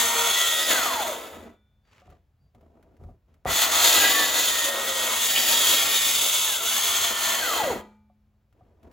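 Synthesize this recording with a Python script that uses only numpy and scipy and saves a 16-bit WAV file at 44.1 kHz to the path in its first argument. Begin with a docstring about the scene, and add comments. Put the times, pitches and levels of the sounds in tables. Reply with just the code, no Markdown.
"""Circular saw on a hollow drum

A cordless circular saw cuts a hollow plastic drum in a paved yard: tooth-burst noise through resonances.
The blade coasts down and rings as decaying sines; the saw is slid back and set down with a few knocks.
It starts again with a kick, labours through a second cut, jams to a stop and is shifted once more.
Whine and motor tones follow the teeth; filtered noise makes the rubbing, the boom and the yard air."""
import sys
import numpy as np
from scipy import signal
from scipy.fft import rfft, irfft, next_fast_len
from scipy.io import wavfile

SR = 44100
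rng = np.random.default_rng(int(sys.argv[2]) if len(sys.argv) > 2 else 0)


def store_pcm(level_fs):
    """Save levels as 16-bit WAV."""
    pcm = np.round(np.clip(level_fs, -1, 1) * 32767).astype(np.int16)
    wavfile.write(sys.argv[1], SR, np.atleast_2d(pcm).T)


N = 393460
TIME = np.arange(N) / SR
FFT_SIZE = next_fast_len(N + 8192)
LOG_HZ = np.log(np.maximum(np.fft.rfftfreq(FFT_SIZE, 1 / SR), 1))


def from_db(db):
    """Decibels to gain."""
    return np.exp(np.asarray(db) * (np.log(10) / 20))


def rms_one(x):
    """Scale to unit power."""
    return x / np.sqrt(np.mean(x ** 2) + 1e-20)


def noise():
    """Two rows of white noise: direct and scattered."""
    return rng.standard_normal((2, N), dtype=np.float32)


def per_bin(points):
    """Read a table on a log-frequency axis."""
    hz, value = np.transpose(points)
    return np.interp(LOG_HZ, np.log(hz), value)


def colour(x, spectrum):
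    """Give a signal a broad spectrum; rms 1."""
    gain = np.float32(from_db(per_bin(spectrum)))
    shaped = irfft(rfft(np.float32(x), FFT_SIZE) * gain, FFT_SIZE)
    return rms_one(shaped[..., :N])


def drift(rate):
    """Smooth chance with spread 1; a higher rate wanders faster."""
    step = 40   # samples between slow points
    r = np.exp(-2 * step * np.pi * rate / SR)
    chance = rng.standard_normal(N // step + 2002)
    settled = signal.lfilter([1], [1, -2 * r, r * r], chance)[2000:]
    slow = np.float32(rms_one(settled))
    between = np.float32(np.arange(step) / step)
    return (slow[:-1, None] + np.diff(slow)[:, None] * between).ravel()[:N]


def swell(start, end, attack_s, release_s):
    """Rise in a straight line, hold until the end, die away."""
    out = np.zeros(N, np.float32)
    span = slice(*np.searchsorted(TIME, [start, end + 10 * release_s]))
    rise = np.minimum((TIME[span] - start) / attack_s, 1)
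    out[span] = rise * np.exp(-np.maximum(TIME[span] - end, 0) / release_s)
    return out


def ring(clicks, hz, t60):
    """A unit click sets a decaying sine of height 1 ringing."""
    r, w = np.exp(-np.log(1000) / (t60 * SR)), 2 * np.pi * hz / SR
    return signal.lfilter([0, np.sin(w)], [1, -2 * r * np.cos(w), r * r], clicks + 1e-18)


def resonate(force, peaks, peak_db):
    """Add resonances whose levels swell and fade as the contact point moves."""
    out = force.copy()
    for hz, width_hz, db in peaks:
        r = np.exp(-np.pi * abs(width_hz) / SR)
        poles = [1, -2 * r * np.cos(2 * np.pi * hz / SR), r * r]
        mode = signal.lfilter(np.array([1, 0, -1]) * (1 - r * r) / 2, poles, force)
        out += mode * from_db(db + peak_db + 2.5 * drift(1.5))
    return out


def moving_resonance(force, hz, width_hz):
    """One resonance whose centre may glide; gain 1 on top."""
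    carrier = np.exp(2j * np.pi * np.cumsum(hz * np.ones(N)) / SR)
    r = np.exp(-np.pi * abs(width_hz) / SR)
    return 2 * np.real(signal.lfilter([1 - r], [1, -r], force / carrier) * carrier)


def hollow(x, t60, wet_db, dull_hz):
    """Sound lingers inside the drum as a dense decaying tail, duller than it went in."""
    age = TIME[:SR // 2]
    tail = rng.standard_normal(len(age)) * np.exp(-np.log(1000) * age / t60)
    tail = signal.lfilter([1], [1, -np.exp(-2 * np.pi * dull_hz / SR)], tail)
    tail = np.float32([tail / np.linalg.norm(tail)])
    return x + from_db(wet_db) * signal.fftconvolve(np.float32(x), tail, axes=1)[:, :N]


# Trigger pulls. Each row: on in s, off in s, coasting time in s, bend of the run-down (exponent),
# snatch of the slowing teeth in dB, share of full speed below which the cut fades.
RUNS = [(-1.0, .675, .97, 2.0, 12.5, .95), (3.453, 7.39, .455, 1.15, 18, .55)]
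# Pace under power before binding. Each row: time in s, teeth per s.
PACE = [(0, 1850), (.25, 1878), (.66, 1902), (3.9, 1720), (4.53, 1852), (4.7, 1850), (4.9, 1900),
        (5.2, 1858), (6.08, 1845), (6.43, 1875), (6.93, 1832), (7.37, 1762)]
# Blade binds in the kerf and recovers. Each row: deepest point in s, half length in s, teeth per s lost.
BINDINGS = [(4.04, .1, 135), (4.33, .13, 140), (6.63, .185, 545)]
FULL_TEETH_PER_S, SPIN_UP_S = 1900, .085
FADE_DB_PER_DECADE = 25.5   # a slow blade stops cutting


def blade_speed():
    """The blade spins up, dips where it binds and coasts down: share of full speed, snatch dB, bite gain."""
    pace = np.interp(TIME, *np.transpose(PACE))
    for s, half_s, lost in BINDINGS:
        pace = pace - lost * np.maximum(1 - abs(TIME - s) / half_s, 0)
    share, snatch_db, grip = 0, 0, 0
    for on, off, coast_s, bend, db, fade_below in RUNS:
        spin_up = 1 - np.exp(-np.clip((TIME - on) / SPIN_UP_S, 0, 20))
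        coast = np.clip(1 - (TIME - off) / coast_s, 0, 1) ** bend
        share = share + spin_up * coast
        snatch_db = snatch_db + db * (1 - coast) * (coast > 0)
        grip = grip + np.minimum(spin_up * coast / fade_below, 1)
    return share * pace / FULL_TEETH_PER_S, snatch_db, grip ** (FADE_DB_PER_DECADE / 20)


TEETH = 24
REPEAT_FIRST_DB, REPEAT_SECOND_DB = 1, -3.5   # per-turn repeating part in each cut, at top tooth rate


def tooth_force(rate, teeth_passed, chatter_db):
    """Each tooth tears off a chip in a burst; part of the rasp repeats every turn, in a slow-changing pattern."""
    turns = teeth_passed / TEETH
    burst = rms_one(from_db(chatter_db * drift(46)) * np.exp(-1.0 * (teeth_passed % 1)))
    rim = rng.standard_normal((2, 512, 2)) @ [1, 1j]
    pattern = np.exp(1j * drift(.5))
    repeating = []
    for edge in rim:
        around = np.interp(turns % 1, np.linspace(0, 1, len(edge)), edge)
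        repeating.append(np.real(pattern * around))
    repeat_db = np.where(TIME < RUNS[1][0], REPEAT_FIRST_DB, REPEAT_SECOND_DB)
    repeat = from_db(repeat_db) * (rate / rate.max()) ** 4
    return burst * (noise() + repeat * np.array(repeating)) / np.sqrt(1 + repeat ** 2 / 2)


def wandering(force, wet_db):
    """The short echoes in the wall change their pattern as the cut moves on."""
    weights = np.array([drift(.8) for _ in range(3)])
    weights /= np.linalg.norm(weights, axis=0)
    out = force
    for weight in weights:
        echoes = hollow(force, t60=.06, wet_db=wet_db, dull_hz=18900) - force
        out = out + weight * echoes
    return out


# Teeth sing out. Each row: start in s, end in s, level in dB.
WHINES = [(-.1, .66, -30.5), (.67, 1.0, -27.5), (1.0, 1.12, -33), (3.99, 4.08, -26), (4.13, 4.24, -25.5),
          (4.478, 4.8, -32), (4.8, 6.08, -36), (6.44, 7.36, -36.5), (7.39, 7.53, -28.5),
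          (7.565, 7.705, -25)]
WHINE_ATTACK_S, WHINE_RELEASE_S = .035, .025
GROWL_DEPTH, GROWL_HZ, GROWL_WIDTH_HZ = 1.0, 820, 190


def whine(speed, rate, teeth_passed):
    """Passing teeth sing at the tooth rate; the octave rings the wall as it sweeps through the growl band."""
    # roughens as the slowing teeth snatch at the plastic
    rough_db = np.clip(1.6 + 6 * (1 - speed), 1.6, 2.6) * drift(60)
    singing = sum(from_db(db) * swell(start, end, WHINE_ATTACK_S, WHINE_RELEASE_S)
                  for start, end, db in WHINES)
    phase = np.float32(2 * np.pi * (teeth_passed % 1))
    in_band = np.exp(-((2 * rate - GROWL_HZ) / GROWL_WIDTH_HZ) ** 2)
    growl = GROWL_DEPTH * in_band * np.sin(2 * phase)
    return singing * np.minimum(10 * speed, 1) * from_db(rough_db) * (np.sin(phase) + growl)


# Motor tones, one entry each: multiple of the motor's turn.
MOTOR_ORDERS = [2, 7, 8, 10.35]
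# Motor tones, one entry each: level in dB before MOTOR_DB.
MOTOR_ORDER_DB = [0.13, 0.9, 0.31, 0.53]
TEETH_PER_MOTOR_TURN = 4
MOTOR_DB = -20.5   # against the bite


def motor(teeth_passed):
    """Fan and gear teeth sing at multiples of the motor's turn, each fluttering on its own."""
    phase = 2 * np.pi * teeth_passed / TEETH_PER_MOTOR_TURN
    tones = 0
    for order, db in zip(MOTOR_ORDERS, MOTOR_ORDER_DB):
        tones = tones + from_db(db + 3.5 * drift(20)) * np.sin(order * phase)
    return from_db(MOTOR_DB) * tones


# Wall drones under the blade. Each row: start in s, end in s, first Hz, last Hz, level in dB.
DRONE = [(-.1, 0.334, 468.6, 464.3, -41.5), (4.638, 5.121, 562.5, 510.3, -40.5)]
DRONE_ATTACK_S, DRONE_RELEASE_S = 0.041, 0.025


def drone():
    """The wall flutters in one narrow mode while the saw presses on it."""
    out = 0
    for start, end, first_hz, last_hz, db in DRONE:
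        phase = 2 * np.pi * np.cumsum(np.interp(TIME, [start, end], [first_hz, last_hz])) / SR
        pressed = from_db(db) * swell(start, end, DRONE_ATTACK_S, DRONE_RELEASE_S)
        out = out + pressed * (drift(4.1) * np.cos(phase) + drift(14) * np.sin(phase))
    return out


# Blade rubs the side of the kerf. Each row: start in s, end in s, mode in Hz, level in dB.
SINGING = [(-.1, 0.261, 939, -31.5), (0.1, 0.625, 1365, -35.5), (.3, 0.498, 1976, -31),
           (0.451, 0.614, 3657, -31.5), (4.1, 4.298, 1128, -31), (5.45, 5.824, 3290, -27),
           (5.5, 6.051, 3686, -30), (6.8, 7.441, 3132, -38)]
SINGING_ATTACK_S, SINGING_RELEASE_S = 0.043, .04
SINGING_FLUTTER_HZ = 9


def singing_modes():
    """Rubbed by the kerf, single modes of blade and guard swell into fluttering tones."""
    out = np.zeros(N)
    flutter = drift(SINGING_FLUTTER_HZ) + 1j * drift(SINGING_FLUTTER_HZ)
    for start, end, hz, db in SINGING:
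        rubbed = swell(start, end, SINGING_ATTACK_S, SINGING_RELEASE_S)
        on = np.flatnonzero(rubbed)
        own = flutter[(on + rng.integers(N)) % N]
        tone = np.real(own * np.exp(2j * np.pi * hz * TIME[on])) / np.sqrt(2)
        out[on] += from_db(db) * rubbed[on] * tone
    return out


# Hand feeding the saw, first cut. Each row: time in s, bite in dB, wall flexing in dB against the bite.
CUT_A = [(0.0, -19, -17.5), (0.13, -25.5, -10), (0.486, -24.5, -17), (0.672, -26, -15.5), (0.7, -22, -12)]
# Second cut. Each row: time in s, bite in dB, wall flexing in dB against the bite.
CUT_B = [(3.465, -28.5, 7), (3.53, -23, -14), (3.63, -20, -16.5), (3.71, -27, -7.5), (3.72, -22, -14),
         (3.89, -16.5, -16), (4.32, -23, -12), (4.44, -22.5, -17.5), (4.66, -24.5, -16.5),
         (4.74, -30.5, -4.5), (4.96, -26, -13.5), (5.11, -27, -9), (5.21, -23, -18), (5.7, -17.5, -19.5),
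         (5.88, -24, -14.5), (5.98, -21.5, -21.5), (6.54, -23.5, -21), (6.61, -29.5, -13),
         (6.69, -24, -19.5), (7.07, -24, -15), (7.16, -30, -10), (7.23, -25, -14.5), (7.36, -24.5, -8.5),
         (7.42, -27.5, -12)]
# Teeth snag and thump the wall. Each row: time in s, extra flexing in dB.
SNAGS = [(4.29, 3.5), (6.25, 8), (7.12, 7)]
SNAG_HALF_S = .022
# Wall resonances. Each row: centre in Hz, width in Hz, level in dB before peak_db.
WALL_PEAKS = [(140, 3.1, 10.5), (232.2, 13, 8.5), (498, 5.5, -8), (670, 31, 9), (972, 29, 8.5)]
# Guard and shoe resonances. Each row: centre in Hz, width in Hz, level in dB before peak_db.
HOUSING_PEAKS = [(927, 16, 6.5), (1130, 11, 6), (1314, 150, 3.5), (1973, 56, 12), (2150, 14, 3.5),
                 (2187, 18, 8)]
# Blade resonances. Each row: centre in Hz, width in Hz, level in dB before peak_db.
BLADE_PEAKS = [(2937, 58, 0.5), (3200, 29, 0), (3730, 50, -1), (4060, 38, 2.5), (4230, 39, 1.5),
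               (4580, 53, -1.5), (6350, 87, -0.5), (6670, 180, -3.5), (7710, 70, 0)]
# Strongest blade resonance, shifting with its grip in the kerf. Each row: time in s, centre in Hz, level in dB.
KERF_RESONANCE = [(0.099, 3417, -7.5), (.4, 3362, 4.5), (.6, 3426, -0.5), (3.6, 3684, -1.5), (4.2, 3680, 3),
                  (4.8, 3422, -3), (5.601, 3325, -4), (6.2, 3495, 1), (7.3, 3114, 0)]
KERF_WIDTH_HZ = 200
# Broad colour of the wall. Each row: frequency in Hz, relative density in dB.
WALL = [(60, -37.5), (130, -20.5), (270, -6), (430, -1), (750, -1), (950, -12.5), (1300, -16),
        (2500, -59.5)]
# Broad colour of guard and shoe. Each row: frequency in Hz, relative density in dB.
HOUSING = [(450, -35), (800, -8), (1050, -1), (1350, -1), (1650, -3.5), (2000, -3.5), (2450, -9),
           (3200, -17), (6000, -51.5)]
# Broad colour of the rasping blade. Each row: frequency in Hz, relative density in dB.
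RASP = [(1200, -28), (2200, -10.5), (2700, -4.5), (3000, -2), (3400, 1), (3950, -2.5), (4400, -3),
        (5400, -7), (6000, -4.5), (6800, 0), (8300, -4.5), (10000, -4), (15500, -4.5), (17000, -19)]
# Broad colour of the air in the drum. Each row: frequency in Hz, relative density in dB.
CAVITY = [(20, -39.5), (42, -4), (65, -1), (82, 7), (110, -11.5), (150, -5), (260, -20), (600, -55.5)]
RASP_DB, HOUSING_DB, WALL_DB, CAVITY_DB = 0.5, -0.5, -1.47, -30   # against the bite, before flexing
HOUSING_FOLLOWS, CAVITY_FOLLOWS = 0.61, 0.34   # share of the wall's flexing dB
WANDER_DB = -6.5   # short wall echoes against the direct rasp
DULL_BELOW = .25   # share of full speed below which the rasp fades ahead of the wall


def saw():
    """The teeth shake the drum wall, the housing and the blade; their passing sings as a whine."""
    speed, snatch_db, grip = blade_speed()
    judder = .0012 + .075 * (1 - speed) ** 2   # a slowing blade turns less evenly
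    rate = FULL_TEETH_PER_S * speed * (1 + judder * drift(45))
    teeth_passed = np.cumsum(rate) / SR

    # slowing teeth cut less, but snatch at the wall and shake it more
    s, bite_db, flex_db = np.transpose(list(CUT_A) + list(CUT_B))
    bite = from_db(np.interp(TIME, s, bite_db)) * grip
    flex_db = np.interp(TIME, s, flex_db) + snatch_db
    snag_db = sum(db * np.exp(-((TIME - at) / SNAG_HALF_S) ** 2) for at, db in SNAGS)

    force = tooth_force(rate, teeth_passed, chatter_db=0.85)
    uneven_feed = from_db(0.84 * drift(14.0))
    force = wandering(force * uneven_feed, wet_db=WANDER_DB)

    wall = colour(resonate(force, WALL_PEAKS, peak_db=-5.5), WALL)
    wall = from_db(WALL_DB + flex_db + snag_db) * wall
    housing = colour(resonate(force, HOUSING_PEAKS, peak_db=-7.0), HOUSING)
    housing = from_db(HOUSING_DB + HOUSING_FOLLOWS * flex_db) * housing

    kerf_s, kerf_hz, kerf_db = np.transpose(KERF_RESONANCE)
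    kerf = moving_resonance(force, np.interp(TIME, kerf_s, kerf_hz), KERF_WIDTH_HZ)
    kerf = from_db(np.interp(TIME, kerf_s, kerf_db)) * kerf
    rasp = colour(resonate(force, BLADE_PEAKS, peak_db=-5.0) + kerf, RASP)
    rasp = from_db(RASP_DB) * np.minimum(speed / DULL_BELOW, 1) ** .25 * rasp

    cavity = from_db(CAVITY_DB + CAVITY_FOLLOWS * flex_db) * colour(noise(), CAVITY)
    out = bite * (wall + housing + rasp + cavity) + chatter(force)
    driven = speed ** 6   # motor tones drop out below full speed
    out[0] += whine(speed, rate, teeth_passed) + driven * bite * motor(teeth_passed)
    out[0] += drone() + singing_modes()
    return hollow(out, t60=0.38, wet_db=-15.5, dull_hz=4030)


# Yard air. Each row: frequency in Hz, relative density in dB.
YARD = [(20, -24), (45, -0.5), (85, 0), (300, -24), (700, -27), (9000, -49.5), (16000, -44)]
YARD_DB = -65


def yard():
    """Faint air of the yard: steady coloured noise."""
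    return from_db(YARD_DB) * colour(noise(), YARD)


GRAINS_PER_S, GRAIN_SPREAD_DB = 64, 2


def grains():
    """Specks of dust crack at random, a few louder than the rest; rms 1."""
    born = rng.random(N) < GRAINS_PER_S / SR
    sizes = from_db(GRAIN_SPREAD_DB * np.minimum(rng.exponential(1, N), 3))
    cracks = signal.lfilter([1], [1, -np.exp(-1 / (.002 * SR))], born * sizes + 1e-18)
    return rms_one(cracks * noise())


# Shoe pushed over the drum. Each row: start in s, end in s, swell in s, rubbing in dB, gritty hiss in dB,
# cavity boom in dB.
SHOVES = [(1.309, 1.481, .04, -47, -62, -54.5), (1.833, 2.008, 0.13, -77.5, -61, -71.5),
          (2.046, 2.131, 0.052, -56.5, -68, -55.5), (2.387, 2.467, 0.039, -80, -100, -59),
          (2.537, 2.954, 0.025, -62, -84.5, -61), (2.986, 3.11, .02, -57, -86.5, -47.5),
          (3.255, 3.353, 0.038, -68.5, -78, -64), (3.45, 3.512, .02, -43, -84.5, -40),
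          (7.659, 7.769, 0.07, -35, -69.5, -44.5), (8.525, 8.829, 0.064, -65, -83, -62),
          (8.815, 8.928, 0.0434, -53, -78.5, -57.5)]
SHOE_RELEASE_S, BOOM_RELEASE_S = 0.037, 0.03
GRAIN_DB = -5.5   # grain rms, mixed into the friction ahead of the grit colour
# Rubbing colour. Each row: frequency in Hz, relative density in dB.
RUB = [(100, -42.5), (200, -5), (380, -0.5), (700, -10), (1200, -20.5), (4000, -49)]
# Gritty hiss colour. Each row: frequency in Hz, relative density in dB.
GRIT = [(600, -2.5), (1500, 0.5), (2800, -3), (5000, -13), (7000, -14), (10000, -23.5), (16000, -25.5)]
# Light clicks of shoe and blade guard. Each row: time in s, level in dB before level_db.
TICKS = [(2.1011, -48.5), (2.548, -52), (2.6094, -56), (2.827, -51), (2.967, -56), (3.037, -53),
         (3.341, -54.5), (3.449, -37.5), (8.526, -57.5), (8.8305, -51), (8.913, -49)]


def handling():
    """The shoe rubs and clicks over dusty plastic while the drum booms softly."""
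    rub_gain, grit_gain, boom_gain = 0, 0, 0
    for start, end, swell_s, rub_db, grit_db, boom_db in SHOVES:
        push = swell(start, end, swell_s, SHOE_RELEASE_S)
        rub_gain = rub_gain + from_db(rub_db) * push
        grit_gain = grit_gain + from_db(grit_db) * push
        boom_gain = boom_gain + from_db(boom_db) * swell(start, end, swell_s, BOOM_RELEASE_S)
    friction = noise() * from_db(2.7 * drift(60))
    rub = rub_gain * colour(resonate(friction, WALL_PEAKS, peak_db=-4.0), RUB)
    grit = grit_gain * colour(friction + from_db(GRAIN_DB) * grains(), GRIT)
    boom = boom_gain * colour(noise(), CAVITY)
    return rub + grit + boom + scuffs(TICKS, decay_s=0.0079, level_db=-9.5)


# Free ringing of the steel blade. Each row: mode in Hz, dB after coasting, dB after jamming, t60 in s.
BLADE_MODES = [(211, -61, -48, 1.45), (870, -81.5, -50, 0.7), (1230, -79, -54, 0.57),
               (1460, -68, -72, 1.04), (2340, -68, -63, 0.9), (3525, -69, -86.5, 1.7)]
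# Blade comes free. Each entry: time in s.
RING_STARTS = [1.42, 7.78]


def blade_ring():
    """Once clear of the plastic the steel disc rings on."""
    out = np.zeros((2, N))
    for hz, *levels_db, t60 in BLADE_MODES:
        clicks = np.zeros(N)
        clicks[(np.array(RING_STARTS) * SR).astype(int)] = from_db(levels_db)
        out[0] += ring(clicks, hz, t60)
    return out


# Thin squeaks as the saw is dragged back. Each row: centre in s, half length in s, pitch in Hz, level in dB.
SQUEAKS = [(1.89, .05, 4680, -77), (2.45, .05, 4700, -82)]


def squeaks():
    """The shoe sticks and slips into short, slightly unsteady sines."""
    out = np.zeros((2, N))
    for s, half_s, hz, db in SQUEAKS:
        envelope = from_db(db) * np.exp(-((TIME - s) / half_s) ** 4)
        out[0] += envelope * np.sin(2 * np.pi * hz * TIME + .7 * drift(40))
    return out


# Saw knocks the drum. Each row: time in s, knock in dB before body_db or level_db, boom in dB before boom_db.
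KNOCKS = [(2.018, -48, -69.5), (2.078, -52.5, -54.5), (2.12, -49, -71), (2.548, -56.5, -58.5),
          (3, -54.5, -47.5), (3.04, -49, -43.5), (3.088, -50, -44.5), (3.456, -22, -36), (7.635, -20, -54),
          (8.099, -59.5, -79.5), (8.609, -52.5, -60.5)]
# Modes of a knock. Each row: frequency in Hz, level in dB against the knock before body_db, t60 in s.
KNOCK_MODES = [(185, -11, 0.5), (212.4, -13.5, 0.13), (340, -15.5, 0.14), (557, 7.5, 0.069), (727, 9, 0.13),
               (741, 8.5, 0.037), (1175, -0.5, 0.099), (1250, -2, 0.056)]


def knocks(body_db, boom_db):
    """A knock rings the wall's modes and booms in the air inside."""
    s, peak_db, cavity_db = np.transpose(KNOCKS)
    at, out = (s * SR).astype(int), np.zeros((2, N))
    clicks = np.zeros(N)
    for hz, db, t60 in KNOCK_MODES:
        height = from_db(peak_db + db + body_db + rng.normal(0, 1, len(at)))
        clicks[at] = height * rng.choice([-1, 1], len(at))
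        out[0] += ring(clicks, hz, t60)
    clicks[at] = from_db(cavity_db + boom_db)
    out[0] += ring(clicks, 47, 0.22) - ring(clicks, 112, 0.24)
    return out + scuffs(KNOCKS, decay_s=0.0072, level_db=-31.0)


# Contact burst colour. Each row: frequency in Hz, relative density in dB.
CLICK = [(500, 5), (1500, 14), (5000, -1.5), (15000, -3)]


def scuffs(rows, decay_s, level_db):
    """Each contact crushes dust in a short bright burst."""
    s, peak_db = np.transpose(rows)[:2]
    clicks = np.zeros(N)
    clicks[(s * SR).astype(int)] = from_db(peak_db + level_db)
    envelope = signal.lfilter([1], [1, -np.exp(-1 / (decay_s * SR))], clicks + 1e-18)
    return envelope * colour(noise(), CLICK)


# Blade chatters on the side of the kerf. Each row: start in s, end in s, centre in Hz, width in Hz, level in dB.
CHATTERS = [(4.012, 4.082, 2500, 3010, -29), (5.348, 5.384, 2900, 2008, -25.5)]
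CHATTER_EDGE_S = .01


def chatter(force):
    """Brief harsh surges of the rasp, through the same resonance twice."""
    out = 0
    for start, end, hz, width_hz, db in CHATTERS:
        once = moving_resonance(force, hz, width_hz)
        harsh = rms_one(moving_resonance(once, hz, width_hz))
        out = out + from_db(db) * swell(start, end, CHATTER_EDGE_S, CHATTER_EDGE_S) * harsh
    return out


# Two microphone ports. Each row: frequency in Hz, likeness (0 to 1).
LIKENESS = [(60, 1), (500, 0.84), (2200, 0.63), (4000, 0.97), (5500, 0.64), (6800, 0.85), (8000, 0.72),
            (9000, 1), (10200, 0.093), (11200, 0.93), (12300, 0.98), (13400, 0.96)]
# Two microphone ports. Each row: frequency in Hz, left lead in radians.
PORT_PHASE = [(200, 0), (2000, .4), (6300, .35), (7300, -.1), (9050, -3.14), (10800, -6.2), (11600, -6.4),
              (13400, -9.42), (15200, -12.5)]


def ports(pair):
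    """Rows to left, right: direct sound reaches both ports with a phase shift, scattered sound differs."""
    direct, scattered = rfft(np.float32(pair), FFT_SIZE)
    alike = np.clip(per_bin(LIKENESS), 0, .99)
    turn = np.exp(.5j * per_bin(PORT_PHASE))
    mid = np.sqrt((1 + alike) / 2) * direct
    side = np.sqrt((1 - alike) / 2) * scattered
    left_right = irfft(np.array([(mid + side) * turn, (mid - side) / turn]), FFT_SIZE)[:, :N]
    return left_right * from_db(0.26 * np.array([[1], [-1]]))   # left slightly louder


def scene():
    """Saw and drum close by, over the faint air of the yard."""
    contacts = handling() + squeaks() + knocks(body_db=-11.5, boom_db=2.0)
    return ports(saw() + yard() + blade_ring() + contacts)


CUTOFF_HZ = 15900


def record(dry):
    """The deep bass is rolled off and the top is cut steeply."""
    dry = signal.sosfilt(signal.butter(4, 36, "high", fs=SR, output="sos"), dry)
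    return signal.sosfilt(signal.ellip(10, .2, 80, CUTOFF_HZ, fs=SR, output="sos"), dry)


dry = scene()
out = record(dry)
store_pcm(out)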